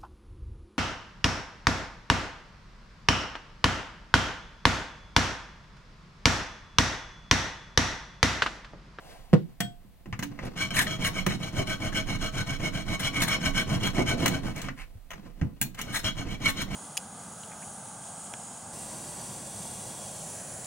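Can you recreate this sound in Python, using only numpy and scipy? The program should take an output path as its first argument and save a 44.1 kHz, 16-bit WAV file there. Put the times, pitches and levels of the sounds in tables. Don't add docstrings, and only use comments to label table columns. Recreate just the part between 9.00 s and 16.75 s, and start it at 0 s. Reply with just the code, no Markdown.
import sys
import numpy as np
from scipy import signal
from scipy.fft import rfft, irfft, next_fast_len
from scipy.io import wavfile
from scipy.ndimage import uniform_filter1d, map_coordinates

SR = 44100
rng = np.random.default_rng(int(sys.argv[2]) if len(sys.argv) > 2 else 0)


def log_audio(samples):
    frames = np.atleast_2d(samples).T
    limited = np.clip(frames, -1, 1)
    pcm = np.round(limited * 32767).astype(np.int16)
    wavfile.write(sys.argv[1], SR, pcm)


N = 341775
TIME = np.arange(N) / SR
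SIZE = next_fast_len(N + SR, real=True)
HZ = np.arange(SIZE // 2 + 1) * SR / SIZE
PICK_UP_S, LAID_S, RESTART_S = 0.605, 1.2263, 6.5

# t/s, level/dB
SPRAY_ENVELOPE = [(0, -57.5), (0.11, -50), (0.22, -58.5), (0.6, -71.5)]
# f/Hz, level/dB
SPRAY_SPECTRUM = [(200, -9), (700, 5), (1200, -8.5), (3500, -9.5), (8000, -18), (16000, -21)]
AIR_SPECTRUM = [(15, -17), (25, 0), (41, -8), (59, -7.5), (317, -33), (4200, -42), (5430, -47.5),
                (15000, -42.5)]
SWAY_SPECTRUM = [(12, -18), (27, 12), (40, -5), (60, -28), (150, -49)]
RUB_SPECTRUM = [(25, 1.5), (60, -6.5), (150, 3), (280, -4.5), (450, -11), (1000, -20), (2500, -25.5),
                (6000, -33.5), (15000, -57.5)]
# t/s, level/dB, decay time/s
NEW_GRIPS = [(1.22, -50, 0.55), (1.387, -38, 0.11), (6.13, -45, 0.12)]
# t/s, level/dB
BOTTLE_IMPACTS = [(0.3315, -8), (0.337, -6), (0.3432, -10.5)]
# f/Hz, level/dB
BOTTLE_SPECTRUM = [(40, -58), (120, 7), (180, 4.5), (260, -2), (380, -1), (520, -8.5), (750, -15),
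                   (1100, -24.5), (3000, -31.5), (7000, -46.5), (15000, -58)]
THUD_SPECTRUM = [(30, -32), (70, -16), (120, 6), (180, 4.5), (280, -2.5), (450, -17.5), (1000, -27),
                 (4000, -55)]
CLACK_SPECTRUM = [(150, -32), (500, 11), (1000, 7), (1600, 12.5), (2400, 10.5), (3300, 0), (4500, -6.5),
                  (6500, -4), (9500, -28), (15500, -23)]
CLINK_SPECTRUM = [(300, 6), (1500, -37), (3000, 9.5), (4800, -2.5), (6800, 6.5), (10000, -3.5),
                  (15500, -2.5)]
# f/Hz, bandwidth/Hz, level/dB
TABLE_RESONANCES = [(103, 7.7, -6), (140, 12.4, 8.5), (176, 18, -5), (232, 20, -6), (270.9, 6.6, 11.5),
                    (301.3, 28, 7.5), (377, 42, -23)]
# t/s, f/Hz, level/dB, T60/s
STONE_BOUNCES = [(0.334, 98, -21, 0.076), (1.129, 111, -25, 0.1), (5.955, 94, -36, 0.11),
                 (6.417, 83, -20.5, 0.15), (7.051, 104, -23, 0.079)]
# t/s, clink level/dB, clack level/dB, thud level/dB
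BLADE_TAPS = [(0.604, -15, -19, -24), (1.1914, -28, -25.5, -24), (1.2258, -29, -22, -32),
              (1.2315, -22.5, -28, -38), (2.264, -18, -14, -18), (4.219, -15.5, -16, -22),
              (5.2585, -10.5, -8, -30), (5.279, -14.5, -20, -16), (5.561, -32, -47, -50),
              (5.579, -35, -41.5, -50), (5.617, -27, -36, -50), (6.105, -36.5, -30.5, -50),
              (6.114, -36, -28, -50), (6.134, -40, -31, -50), (6.746, -36.5, -37.5, -44),
              (6.789, -29, -35, -38), (6.814, -21.5, -29.5, -33)]
# t/s, clack level/dB, thud level/dB
STONE_NUDGES = [(0.849, -68.5, -42.5), (1.058, -40, -27), (1.127, -21.5, -32), (1.39, -27, -44),
                (2.3081, -20.5, -23), (2.922, -32, -25.5), (4.981, -22, -18), (5.686, -21.5, -29),
                (6.4138, -27.5, -18)]
# f/Hz, level/dB, T60/s
FREE_MODES = [(705, -8, 0.37), (1530, -15, 0.24), (1810, -13, 0.15), (3260, -3.5, 0.19), (7860, -13, 0.22)]
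FLEXURAL_MODE = (287, -36, 0.6)
# t/s, strokes done
STROKE_COUNT = [(1.555, 0), (1.844, 2), (2.249, 5), (3.978, 18), (4.254, 20.5), (4.924, 25), (5.286, 28),
                (5.539, 30.5), (5.698, 32.5), (6.744, 31.5), (7.015, 33), (7.381, 36), (7.815, 39)]
# t/s, level/dB
EDGE_PRESSURE = [(1.6, -33.5), (2.2, -38.5), (2.45, -42.5), (2.58, -36), (3.2, -38), (3.9, -38), (4.3, -33),
                 (4.7, -35.5), (5.0, -38.5), (5.11, -34), (5.3, -37.5), (5.48, -49.5), (6.87, -53),
                 (6.95, -36.5), (7.07, -32.5), (7.2, -43.5), (7.33, -44), (7.46, -34.5), (7.6, -36.5),
                 (7.75, -39)]
ARM_WEIGHT = [(1.6, -37), (2.05, -32.5), (2.42, -36.5), (2.58, -31.5), (3.3, -33.5), (4.4, -32),
              (4.85, -27.5), (5.0, -28.5), (5.15, -27.5), (5.35, -28), (5.65, -38), (6.8, -44), (7.05, -35),
              (7.75, -32.5)]
# centre t/s, half-width/s, level/dB
EDGE_DIGS = [(1.455, 0.027, -53), (1.794, 0.085, -26.5), (2.067, 0.045, -31.5), (4.004, 0.017, -32.5),
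             (4.228, 0.052, -32.5), (4.285, 0.03, -35.5), (4.603, 0.034, -41), (4.867, 0.025, -39),
             (6.941, 0.021, -34.5), (6.965, 0.073, -33.5), (7.496, 0.039, -37), (7.619, 0.018, -38)]
# t/s, level/dB
GRAIN_SNAGS = [(1.7067, -19), (1.8689, -19.5), (2.0465, -13), (2.6715, -20), (2.9619, -29), (3.2123, -27.5),
               (4.0449, -16), (4.0718, -16.5), (4.5782, -12.5), (7.0431, -16.5)]
# f/Hz, bandwidth/Hz, level/dB
PRESSED_RESONANCES = [(629.3, 17, 2.5), (785, 16, -13.5), (1118, 9.8, -4.5), (1278, 19, -8.5),
                      (1512, 51, -2), (2244, 52, 2.5), (2853, 44, -7.5), (2955, 45, -10.5), (3230, 50, -1),
                      (3845, 84, -10), (4156, 20.7, -9.5)]
EDGE_RESONANCES = [(927, 32, 0), (1660, 55, 4.5), (2180, 110, -4.5), (3610, 55, 1), (4250, 49, -17)]
TREBLE_RESONANCES = [(4270, 60, 0), (5420, 130, 4), (6500, 200, 1), (7090, 90, -2), (8030, 50, 3),
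                     (9350, 250, -2), (12400, 120, 0), (14300, 100, -1)]
# f/Hz, level/dB
RASP_SPECTRUM = [(200, -29), (450, -23), (1000, -11), (1400, 17), (1900, -20.5), (2300, 9), (2600, -8),
                 (3100, 26.5), (3700, 0.5), (4800, 8), (8000, -62)]
TEAR_SPECTRUM = [(200, -30), (600, 0.5), (1150, 0.5), (1900, 7), (2600, -3), (3800, 8), (4800, -10),
                 (7000, -38), (15000, -11)]
HISS_SPECTRUM = [(2000, -18), (4000, 0), (4800, -5), (6500, -1), (8300, -11), (9500, -11), (10600, -19),
                 (12400, -14), (15500, -16), (16200, -28)]
DIG_SPECTRUM = [(2000, 0), (4500, -3.5), (7000, 2), (12000, 1.5), (15500, -3.5)]
# f/Hz, bandwidth/Hz, level/dB
STONE_RESONANCES = [(272, 72, 5.5), (347, 85, 4), (440, 66, -7.5), (526, 50, -3), (614, 32, 5),
                    (760, 37, -11.5)]
# f/Hz, level/dB
RUMBLE_SPECTRUM = [(25, -31.5), (60, -6.5), (110, 1.5), (180, 1.5), (300, 0), (420, -17), (700, -28.5),
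                   (1200, -44.5), (3000, -65.5)]
# centre t/s, half-width/s, first f/Hz, last f/Hz, level/dB
EDGE_SQUEAKS = [(1.781, 0.034, 2300, 2000, -26.5), (1.799, 0.033, 1660, 1703, -23.5),
                (1.87, 0.011, 1910, 1620, -26.5), (2.065, 0.02, 1640, 2150, -28),
                (2.93, 0.012, 1636, 1830, -34), (6.954, 0.034, 1685, 1550, -34.5),
                (6.967, 0.024, 2250, 1920, -31)]
# centre t/s, half-width/s, level/dB
STONE_ROCKS = [(2.271, 0.018, -22.5), (2.6, 0.067, -30), (3.64, 0.05, -33), (5.0, 0.083, -23.5),
               (5.125, 0.074, -28), (5.255, 0.16, -30.5)]
WIPES_AND_SLIDES = [(5.61, 0.12, -43.5), (5.807, 0.075, -45), (6.8, 0.044, -37)]
# f/Hz, level/dB
SWISH_SPECTRUM = [(900, -8), (2300, -2.5), (4000, -15), (15000, -26.5)]
# t/s, level/dB
TIP_IMPACTS = [(6.6138, -9.5), (6.625, -13.5)]
# f/Hz, level/dB
TIP_SPECTRUM = [(300, -35), (900, -16), (1150, -27), (1620, -15), (3600, -13), (4900, -22), (6800, -10.5),
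                (9000, -15), (15500, -7)]
# f/Hz, level/dB, T60/s
TIP_MODES = [(903, -36.5, 0.13), (1625, -33, 0.087), (2446, -34, 0.15), (3450, -37, 0.09),
             (4270, -38, 0.12), (5630, -39, 0.13), (6525, -41, 0.13), (6810, -33, 0.12)]
# f/Hz, T60/s, level/dB
REVERB_BANDS = [(112.6, 0.48, -13), (285, 0.26, 4.5), (650, 0.12, 8.5), (3930, 0.23, -1.5),
                (14000, 0.15, 0.5)]
# f/Hz, phase/rad
LEFT_PHASE_LEAD = [(0, 0), (1000, 1), (1500, 0.32), (2300, 0.5), (3100, 1.57), (4200, 4), (6500, 4.5),
                   (16000, 11)]
# f/Hz, level/dB
LEFT_EXCESS = [(60, -10.5), (110, 4.5), (200, -6), (380, -1), (700, -1.5), (1290, 6), (2380, -1), (4400, 5),
               (8120, 2), (15000, 1.5)]


def from_db(db):
    return 10 ** (np.asarray(db) / 20)


def rms_one(x):
    return x / np.sqrt(np.mean(x ** 2) + 1e-20)


def envelope(rows):
    return from_db(np.interp(TIME, *np.transpose(rows)))


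def swell(centre, half_width):
    return np.cos(np.pi / 2 * np.clip((TIME - centre) / half_width, -1, 1)) ** 4


def swells(rows):
    return sum(from_db(db) * swell(centre, half_width) for centre, half_width, db in rows)


def at_hz(points):
    hz, value = np.transpose(points)
    return np.interp(np.log(HZ + 1), np.log(hz), value)


def colour(spectrum):
    cepstrum = irfft(np.log(from_db(at_hz(spectrum))), SIZE)
    cepstrum[1:SIZE // 2] *= 2
    cepstrum[SIZE // 2 + 1:] = 0
    response = np.exp(rfft(cepstrum))
    return response / np.sqrt(np.mean(np.abs(response) ** 2))


def resonance(hz, width, db):
    return from_db(db) * 1j * HZ * width / (hz ** 2 - HZ ** 2 + 1j * HZ * width)


def resonances(modes):
    response = sum(resonance(*mode) for mode in modes)
    return response / np.sqrt(np.mean(np.abs(response) ** 2))


def through(x, response):
    return irfft(rfft(x, SIZE) * response, SIZE)[..., :N]


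def drift(rate_hz):
    step, settle = 40, 2000
    pole = np.exp(-2 * np.pi * step * rate_hz / SR)
    noise = rng.standard_normal(N // step + settle + 2)
    slow = signal.lfilter([1], [1, -2 * pole, pole * pole], noise)[settle:]
    return np.interp(np.arange(N) / step, np.arange(len(slow)), rms_one(slow))


def grit(per_s, spread_db):
    chance = np.clip(per_s / SR, 1e-4, 1)
    sizes = from_db(spread_db * np.minimum(rng.exponential(1, N), 4)) * rng.choice([-1, 1], N)
    return rms_one(sizes * (rng.random(N) < chance) / np.sqrt(chance))


def blows(rows, rattle_s, rattle_db, column=1):
    out, age = np.zeros(N), TIME[:SR // 8]
    for row in rows:
        rattle = rng.standard_normal(len(age)) * np.exp(-age / rattle_s)
        blow = from_db(rattle_db) * rattle / np.linalg.norm(rattle)
        blow[0] += 1
        at = round(row[0] * SR)
        out[at:at + len(age)] += from_db(row[column]) * blow[:N - at]
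    return out


def struck(start, hz, db, t60):
    age = np.maximum(TIME - start, 0)
    return from_db(db - np.minimum(60 * age / t60, 200)) * np.sin(2 * np.pi * hz * age)


def spray():
    return through(rng.standard_normal(N) * envelope(SPRAY_ENVELOPE), colour(SPRAY_SPECTRUM))


def room_tone():
    air = rng.standard_normal(N) + 1.3 * rng.standard_normal((2, N))
    return from_db(-55.5) * rms_one(through(air, colour(AIR_SPECTRUM)))


def table_sway(working, lag_s=0.5):
    pole = np.exp(-1 / (lag_s * SR))
    amplitude = from_db(-60.5) + from_db(-44) * signal.lfilter([1 - pole], [1, -pole], working)
    sway = through(rng.standard_normal(N), colour(SWAY_SPECTRUM)) * amplitude
    return sway * from_db([[-4], [1.5]])


def hand_rub(working, attack_s=0.026):
    rubbing = from_db(-63.5) + from_db(-14.5) * envelope(ARM_WEIGHT) * working
    for start, db, decay_s in NEW_GRIPS:
        rise = np.clip((TIME - start) / attack_s, 0, 1)
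        fall = np.exp(-np.maximum(TIME - start - attack_s, 0) / decay_s)
        rubbing += from_db(db) * rise * fall
    texture = grit(per_s=3000, spread_db=1) * from_db(4.6 * drift(24.3))
    return through(texture * rubbing, colour(RUB_SPECTRUM))


def bottle_knock():
    force = blows(BOTTLE_IMPACTS, rattle_s=0.0096, rattle_db=-4)
    return through(force, from_db(18.5) * colour(BOTTLE_SPECTRUM))


def table_thuds():
    tip_landing = (TIP_IMPACTS[0][0], -23)  # t/s, level/dB
    force = blows(BLADE_TAPS + STONE_NUDGES + [tip_landing], rattle_s=0.05, rattle_db=7.5, column=-1)
    table = from_db(12) * colour(THUD_SPECTRUM) + from_db(-9) * resonances(TABLE_RESONANCES)
    return through(force, table) + sum(struck(*bounce) for bounce in STONE_BOUNCES)


def stone_clacks():
    force = blows(BLADE_TAPS + STONE_NUDGES, rattle_s=0.0094, rattle_db=8.5, column=-2)
    return through(force, from_db(4.5) * colour(CLACK_SPECTRUM))


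def dense_modes(t60, count):
    hz, strength = rng.uniform(2500, 16000, count), rng.standard_normal((2, count))
    age = TIME[:SR // 5]
    ringing = strength @ np.sin(2 * np.pi * hz[:, None] * age) * from_db(-60 * age / t60)
    return rfft(ringing / np.linalg.norm(ringing, axis=1, keepdims=True), SIZE)


def blade_clinks():
    steel = from_db(1) * colour(CLINK_SPECTRUM) * (1 + from_db(5.5) * dense_modes(t60=0.04, count=320))
    clink = through(blows(BLADE_TAPS, rattle_s=0.0035, rattle_db=4), steel)
    free_ring = from_db(-28) * sum(struck(PICK_UP_S, *mode) for mode in FREE_MODES)
    return clink + free_ring + struck(LAID_S, *FLEXURAL_MODE)


def stroke_motion():
    times, count = np.transpose(STROKE_COUNT)
    done = np.interp(TIME, times, np.round(count))
    stroke, resumed = done.astype(int), TIME > RESTART_S
    pull = (stroke + resumed) % 2 == 0
    rest_share = 0.14 * resumed
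    along = np.clip((done - stroke - rest_share / 2) / (1 - rest_share), 0, 1)
    fastest_at = np.where(pull, 0.46, 0.6)
    speed = np.sin(np.pi / 2 * np.minimum(along / fastest_at, (1 - along) / (1 - fastest_at)))
    direction = np.where(pull, 1, -1) * (np.gradient(done) > 0)
    return speed, direction


def friction(speed, force, power, rest_db):
    swing = speed ** power + from_db(rest_db)
    return uniform_filter1d(force * swing, SR // 200) / np.sqrt(np.mean(swing[force > 0] ** 2))


def moving_contact(x, modes, swing_db=2.5, pivot_hz=3400):
    db_per_octave = 3 * (TIME > RESTART_S)
    ringing, whole = 0, 0
    for hz, width, db in modes:
        drive_db = swing_db * drift(5) + db_per_octave * np.log2(hz / pivot_hz)
        response = resonance(hz, width, db)
        ringing += through(x * from_db(drive_db), response)
        whole += response
    return ringing / np.sqrt(np.mean(np.abs(whole) ** 2))


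def detuned(x, velocity, depth=0.0072):
    travel = signal.lfilter([1], [1, -np.exp(-5 / SR)], velocity)
    bend = depth * (rms_one(travel) + drift(7.65)) / np.sqrt(2)
    samples_ahead = signal.lfilter([1], [1, -np.exp(-10 / SR)], bend)
    return map_coordinates(x, [np.arange(N) + samples_ahead], order=3)


def grinding(speed, direction):
    press = np.abs(direction) * envelope(EDGE_PRESSURE) * from_db(0.5 * direction)
    dig = swells(EDGE_DIGS)
    catch = from_db(2.8 * drift(35))
    fine = grit(per_s=7000 * (speed + 0.16), spread_db=2.5) * catch
    coarse = grit(per_s=3000 * (speed + 0.28), spread_db=3.5) * catch
    snags = from_db(8.5) * blows(GRAIN_SNAGS, rattle_s=0.012, rattle_db=7)
    scrape = fine * friction(speed, press, power=1.77, rest_db=-65) + snags
    ring = from_db(-2.5) * moving_contact(scrape, PRESSED_RESONANCES)
    ring += from_db(-3) * moving_contact(coarse * dig, EDGE_RESONANCES)
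    rasp = through(scrape, from_db(-8.5) * colour(RASP_SPECTRUM))
    tear_gain = from_db(-12) * friction(speed, press, power=1.7, rest_db=-18) + from_db(-2.5) * dig
    tear = through(coarse * tear_gain, colour(TEAR_SPECTRUM))
    hiss_gain = from_db(-16) * friction(speed, press, power=1.27, rest_db=-33)
    hiss = through(coarse * hiss_gain, colour(HISS_SPECTRUM))
    hiss += through(fine * dig, from_db(-3.5) * colour(DIG_SPECTRUM))
    return detuned(ring + rasp, speed * direction) + tear + hiss


def steel_radiation(x):
    treble = 1 + from_db(-8) * resonances(TREBLE_RESONANCES)
    return through(x, treble * (1 + dense_modes(t60=0.04, count=450) / 3))


def table_rumble(speed, direction):
    lean = np.abs(direction) * envelope(ARM_WEIGHT) * from_db(-1.6 * direction)
    bumps = grit(per_s=900 * (speed + 0.3), spread_db=1)
    modes = from_db(-10) * resonances(TABLE_RESONANCES) + from_db(-15) * resonances(STONE_RESONANCES)
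    body = modes + from_db(-4.8) * colour(RUMBLE_SPECTRUM)
    return through(bumps * friction(speed, lean, power=0.93, rest_db=-32), body)


def squeaks(jitter=0.07, flutter_db=4, octave_db=-14):
    out = np.zeros(N)
    unsteady = np.exp(jitter * drift(360))
    flutter = rms_one(from_db(flutter_db * drift(270)))
    for centre, half_width, first_hz, last_hz, db in EDGE_SQUEAKS:
        near = np.abs(TIME - centre) < half_width
        glide_s = [centre - half_width / 2, centre + half_width / 2]
        hz = np.interp(TIME[near], glide_s, [first_hz, last_hz])
        phase = 2 * np.pi * np.cumsum(hz * unsteady[near]) / SR
        tone = np.sin(phase) + from_db(octave_db) * np.sin(2 * phase)
        out[near] += from_db(db) * swell(centre, half_width)[near] * tone
    return out * flutter


def stone_rocking(mat_cutoff_hz=890):
    chatter = grit(per_s=1700, spread_db=2.5) * swells(STONE_ROCKS)
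    return through(chatter, resonances(STONE_RESONANCES) / (1 + 1j * HZ / mat_cutoff_hz) ** 2)


def swishing():
    return through(grit(per_s=3400, spread_db=2) * swells(WIPES_AND_SLIDES), colour(SWISH_SPECTRUM))


def tip_clink():
    clink = through(blows(TIP_IMPACTS, rattle_s=0.0072, rattle_db=16), colour(TIP_SPECTRUM))
    return clink + sum(struck(TIP_IMPACTS[0][0], *mode) for mode in TIP_MODES)


def room(wet_db):
    right_lag = np.interp(HZ, *np.transpose(LEFT_PHASE_LEAD))
    direct = np.array([np.ones(len(HZ)), np.exp(-1j * right_lag)])
    age = TIME[:SR // 2]
    hz, t60, echo_db = np.transpose(REVERB_BANDS)
    log_hz = np.log(np.arange(len(age) // 2 + 1) * SR / len(age) + 1)
    noise, tail = rfft(rng.standard_normal((2, len(age)))), 0
    for share, decay, db in zip(np.eye(len(hz)), t60, echo_db):
        band = irfft(noise * np.interp(log_hz, np.log(hz), share), len(age))
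        tail += band * from_db(db - 60 * age / decay)
    tail *= 1 - np.exp(-age / 0.00043)
    return direct + from_db(wet_db) * rfft(tail / np.linalg.norm(tail, axis=1, keepdims=True), SIZE)


def scene():
    paths = room(wet_db=-7.5) * from_db(at_hz(LEFT_EXCESS) * [[0.5], [-0.5]])
    background = room_tone()
    speed, direction = stroke_motion()
    working = np.abs(direction)
    blade = steel_radiation(grinding(speed, direction) + squeaks()) + swishing()
    support = table_rumble(speed, direction) + stone_rocking()
    impacts = bottle_knock() + table_thuds() + stone_clacks() + blade_clinks() + tip_clink()
    handling = spray() + table_sway(working) + hand_rub(working)
    return through(blade + support + impacts + handling, paths) + background


def record(dry, cutoff_hz=15900):
    return signal.sosfilt(signal.ellip(10, 0.1, 90, cutoff_hz, fs=SR, output="sos"), dry)


dry = scene()
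out = record(dry)
log_audio(out)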